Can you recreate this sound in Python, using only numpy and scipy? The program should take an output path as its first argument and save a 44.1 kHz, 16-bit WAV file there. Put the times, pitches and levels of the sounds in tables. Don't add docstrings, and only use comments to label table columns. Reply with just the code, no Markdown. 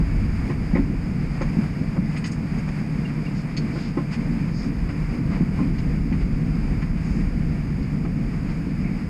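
import sys
import numpy as np
from scipy import signal
from scipy.fft import rfft, irfft, next_fast_len
from scipy.io import wavfile

SR = 44100
rng = np.random.default_rng(int(sys.argv[2]) if len(sys.argv) > 2 else 0)


def materialize(psi):
    bounded = np.clip(np.atleast_2d(psi).T, -1, 1)
    quanta = np.round(bounded * 32767).astype(np.int16)
    wavfile.write(sys.argv[1], SR, quanta)


N = 400869
TIME_S = np.arange(N) / SR

# (frequency [Hz], gain [dB])
DRONE_SPECTRUM = [(60, -56), (103, -11), (119, -1.5), (138, -1.5), (151, 2), (165, -4.5), (185, 0),
                  (235, -1.5), (263, -7.5), (283, -4.5), (310, -13), (333, -13.5), (355, -16.5), (405, -21),
                  (470, -20.5), (620, -34.5), (1500, -63)]
# (time [s], relative level [dB])
TRAFFIC_SWELL = [(0.15, -21), (1.1, -29.5), (2.4, -32.5), (3.8, -37), (4.7, -30), (5.8, -25), (7.1, -25),
                 (9.0, -32.5)]
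# (frequency [Hz], gain [dB])
TRAFFIC_SPECTRUM = [(5, -32), (16, -21), (29, -5), (38, 1), (46, -4), (57, -5.5), (85, -9.5), (100, -10.5),
                    (150, -26), (300, -63.5)]
# (time [s], peak [dB], drive centre [Hz])
PANEL_BLOWS = [(0.497, -21, 424), (.733, -10, 197), (0.753, -15.5, 430), (0.781, -13.5, 284),
               (1.408, -20, 480), (1.569, -12.5, 193), (1.958, -29.5, 520), (1.979, -12, 160),
               (3.754, -22.5, 402), (3.97, -14, 383), (5.408, -10.5, 197), (5.603, -14, 235),
               (6.117, -11, 202), (8.046, -22.5, 365)]
# (frequency [Hz], gain [dB], t60 [s])
PANEL_MODES = [(180, 6, 0.11), (213, -1.5, 0.24), (248.2, -1.5, 0.16), (280.7, -0.5, 0.2),
               (346, -2.5, 0.11), (514, -10.5, 0.094), (569, -11.5, 0.13)]
# (time [s], relative level [dB], centre [Hz], spread [oct])
FITTING_CLACKS = [(0.75, -33.5, 2050, 0.1), (1.414, -38, 3800, 0.7), (2.162, -34.5, 2800, 0.52),
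                  (2.172, -40.5, 8800, 0.15), (2.239, -29, 3200, 0.63), (2.258, -33, 6400, 0.58),
                  (2.315, -36.5, 6850, .35), (2.581, -46, 7300, 0.43), (2.677, -37.5, 1700, 1.3),
                  (3.565, -31.5, 3700, 0.54), (3.567, -33, 4380, 0.045), (4.887, -37, 1700, 0.88),
                  (5.585, -34.5, 850, 0.43), (5.782, -40.5, 3500, 0.54), (6.123, -39, 1900, 0.64),
                  (6.816, -38, 1900, 0.7)]
# (frequency [Hz], gain [dB], t60 [s])
FITTING_MODES = [(530, 7.5, 0.056), (820, 3, 0.16), (1056, 6, 0.089), (1267, 4, 0.034), (1967, 2, 0.075),
                 (2410, 0.5, 0.027), (3030, -0.5, 0.034), (4470, -5, 0.065), (5080, -3, 0.042),
                 (6540, 3.5, 0.066), (8500, -8, 0.088), (9500, -12, .06)]
# (frequency [Hz], level [dB], rms waver [Hz])
MOTOR_TONES = [(147.4, -35, 1.993), (156.2, -34.5, 1.9), (172.9, -34.8, 1.004), (671.8, -58, 0.33)]
# (frequency [Hz], gain [dB])
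VENT_SPECTRUM = [(150, 5.5), (450, 1.5), (800, 1.54), (1400, -0.35), (2300, -1), (3300, -7.5), (4900, -9),
                 (6500, -13), (9000, -12.5), (12000, -20), (15000, -28)]
# (time [s], length [s], relative level [dB], centre [Hz], spread [oct])
BRUSH_STROKES = [(3.332, 0.11, -46.5, 4800, 0.4), (3.708, 0.23, -43, 3970, 0.47),
                 (4.105, 0.067, -36, 2460, 1), (4.509, 0.19, -44.5, 5140, 0.25), (5.29, 0.11, -38, 1190, 1),
                 (6.952, .32, -52, 6360, 0.25), (8.78, 0.17, -46, 2220, .15)]
# (time [s], peak [dB], start pitch [Hz])
TRIM_SQUEAKS = [(.13, -51, 9050), (3.049, -32.5, 2820), (3.252, -41, 2300), (3.261, -37, 2800)]
# (frequency [Hz], gain [dB])
SOFT_ROLLOFF = [(9300, 0), (11500, -13)]
# (frequency [Hz], gain [dB])
HOUSING_RESPONSE = [(1700, 0), (2330, 3.5), (2750, -3.5), (3300, -9.5), (4100, -10.5), (4550, -3),
                    (4900, 3), (5300, -3.5), (5900, -14.5), (6620, -3.5), (7100, -9), (9000, -11),
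                    (11500, -14), (15000, -16.5)]


def amp(db):
    return 10 ** (np.asarray(db) / 20)


def unit(x):
    return x / np.sqrt(np.mean(x ** 2) + 1e-20)


def colour(x, spectrum):
    hz, db = np.transpose(spectrum)
    size = next_fast_len(len(x))
    bins_hz = np.fft.rfftfreq(size, 1 / SR)
    gain = amp(np.interp(np.log(bins_hz + 1), np.log(hz), db))
    return irfft(rfft(x, size) * gain, size)[:len(x)]


def bell(hz, centre_hz, spread_oct):
    return np.exp(-(np.log2((hz + 1) / centre_hz) / (2 * spread_oct)) ** 2)


def band(x, centre_hz, spread_oct):
    hz = np.fft.rfftfreq(len(x), 1 / SR)
    gain = unit(bell(hz, centre_hz, spread_oct) / np.sqrt(hz + centre_hz / 2))
    return irfft(rfft(x) * gain, len(x))


def drift(rate_hz):
    knots_s = np.arange(0, TIME_S[-1] + 1, 1 / (2 * rate_hz))
    return unit(np.interp(TIME_S, knots_s, rng.standard_normal(N)[:len(knots_s)]))


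def add(mix, at_s, sound):
    part = mix[max(round(at_s * SR), 0):][:len(sound)]
    part += sound[:len(part)]


def turbulence(spectrum, flutter_db, flutter_hz):
    noise = unit(colour(rng.standard_normal(N), spectrum))
    return unit(noise * amp(flutter_db * drift(flutter_hz)))


def equipment_drone(swell, level_db=-26.5, follow_db_per_db=0.045):
    gain = amp(level_db) * unit(swell) ** follow_db_per_db
    return gain * turbulence(DRONE_SPECTRUM, flutter_db=1.65, flutter_hz=8)


def traffic_rumble(swell, gain_db=0.5):
    return amp(gain_db) * swell * turbulence(TRAFFIC_SPECTRUM, flutter_db=-0.5, flutter_hz=5.9)


def panel_thuds(reach_oct=0.29, rise_s=0.0022):
    out, t = np.zeros(N), np.arange(SR // 3) / SR
    hz, mode_db, t60_s = np.transpose(PANEL_MODES)[:, :, None]
    attack = 1 - np.exp(-t / rise_s)
    for at_s, peak_db, centre_hz in PANEL_BLOWS:
        modes = amp(mode_db - 60 * t / t60_s) * np.sin(2 * np.pi * (hz * t + rng.random(hz.shape)))
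        ring = (bell(hz, centre_hz, reach_oct) * modes).sum(0) * attack
        add(out, at_s, amp(peak_db) * ring / abs(ring).max())
    return out


def rattle_events(hard_hz=447, hard_db=-12.5, db_per_oct=17.5):
    shake_s, shake_hz, shake_oct, clack_s = 0.017, 900, 0.87, 0.018
    shaken = [(at_s, shake_s, db + hard_db + db_per_oct * np.log2(hz / hard_hz), shake_hz, shake_oct)
              for at_s, db, hz in PANEL_BLOWS]
    return shaken + [(at_s, clack_s, db, hz, spread_oct) for at_s, db, hz, spread_oct in FITTING_CLACKS]


def fitting_clacks(contacts_per_s=900, scrape_gain=0.93, chatter_t60_s=0.065, rise_s=0.0032):
    out, t = np.zeros(N), np.arange(8192) / SR
    hz, mode_db, t60_s = np.transpose(FITTING_MODES)[:, :, None]
    hold_ratio, detune_ratio = 0.34, 0.0062
    attack = 1 - np.exp(-t / rise_s)
    for at_s, length_s, db, centre_hz, spread_oct in rattle_events():
        contacts = rng.standard_normal(len(t)) * (rng.random(len(t)) < contacts_per_s / SR)
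        scrape = scrape_gain * rng.standard_normal(len(t))
        chatter = unit(band(unit(contacts) + scrape, centre_hz, spread_oct))
        chatter *= amp(-60 * np.maximum(t - length_s, 0) / chatter_t60_s)
        detuned_hz = hz * (1 + detune_ratio * rng.standard_normal(hz.shape))
        modes = np.sin(2 * np.pi * (detuned_hz * t + rng.random(hz.shape)))
        modes *= amp(-60 * np.maximum(t - hold_ratio * length_s, 0) / t60_s)
        weights = amp(mode_db) * bell(hz, centre_hz, spread_oct)
        ring = (weights * modes).sum(0) / np.linalg.norm(weights)
        add(out, at_s, amp(db) * (chatter / np.sqrt(2) + ring) * attack)
    return out


def motor_whine(flutter_db=1.14):
    out = np.zeros(N)
    for hz, db, waver_hz in MOTOR_TONES:
        cycles = np.cumsum(hz + waver_hz * drift(rate_hz=4)) / SR
        flutter = amp(flutter_db * drift(rate_hz=3))
        out += amp(db) * unit(flutter * np.sin(2 * np.pi * cycles))
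    return out


def vent_hiss(start_db=-40.9, hold_s=4.07, fall_db_per_s=0.43):
    gain = amp(start_db - fall_db_per_s * np.maximum(TIME_S - hold_s, 0))
    return gain * turbulence(VENT_SPECTRUM, flutter_db=1.1, flutter_hz=7)


def brushes():
    out = np.zeros(N)
    for at_s, length_s, db, centre_hz, spread_oct in BRUSH_STROKES:
        stroke = np.sin(np.linspace(0, np.pi, int(length_s * SR)))
        friction = band(rng.standard_normal(SR), centre_hz, spread_oct)[:len(stroke)]
        add(out, at_s, amp(db) * friction * stroke)
    return out


def trim_squeaks(length_s=0.019, sag_ratio=0.025):
    out = np.zeros(N)
    for at_s, peak_db, start_hz in TRIM_SQUEAKS:
        hz = start_hz * np.linspace(1, 1 - sag_ratio, int(length_s * SR))
        envelope = np.sin(np.linspace(0, np.pi, len(hz)))
        add(out, at_s, amp(peak_db) * np.sin(2 * np.pi * np.cumsum(hz) / SR) * envelope)
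    return out


def trim_ticks(count=55, gain_db=-46, spread_db=2, t60_s=0.19, rise_s=0.0044):
    out, t = np.zeros(N), np.arange(SR // 5) / SR
    envelope = (1 - np.exp(-t / rise_s)) * amp(-60 * t / t60_s)
    for when, pitch, size in rng.random((count, 3)):
        tick = band(rng.standard_normal(len(t)), centre_hz=550 * 7 ** pitch, spread_oct=0.48) * envelope
        add(out, when * TIME_S[-1], amp(gain_db + spread_db * (2 * size - 1)) * tick)
    return out


def cabin(x, t60_s=0.15, wet_db=-11, delay_s=0.004):
    t = np.arange(SR // 2) / SR
    tail = rng.standard_normal(len(t)) * amp(-60 * t / t60_s) * (t > delay_s)
    return x + amp(wet_db) * signal.fftconvolve(x, tail / np.linalg.norm(tail))[:N]


def scene():
    swell = amp(np.interp(TIME_S, *np.transpose(TRAFFIC_SWELL)))
    bed = traffic_rumble(swell) + equipment_drone(swell) + vent_hiss()
    small_noises = colour(fitting_clacks() + brushes(), SOFT_ROLLOFF) + trim_squeaks() + trim_ticks()
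    return (bed + motor_whine() + panel_thuds() + cabin(small_noises))[None]


def record(dry):
    hiss_db, cutoff_hz = -54.0, 15200
    hiss = amp(hiss_db) * rng.standard_normal(N)
    housed = colour(dry[0] + hiss, HOUSING_RESPONSE)
    lowpass = signal.firwin(511, cutoff_hz, window=("kaiser", 9), fs=SR)
    return signal.oaconvolve(housed, lowpass, "same")[None]


dry = scene()
out = record(dry)
materialize(out)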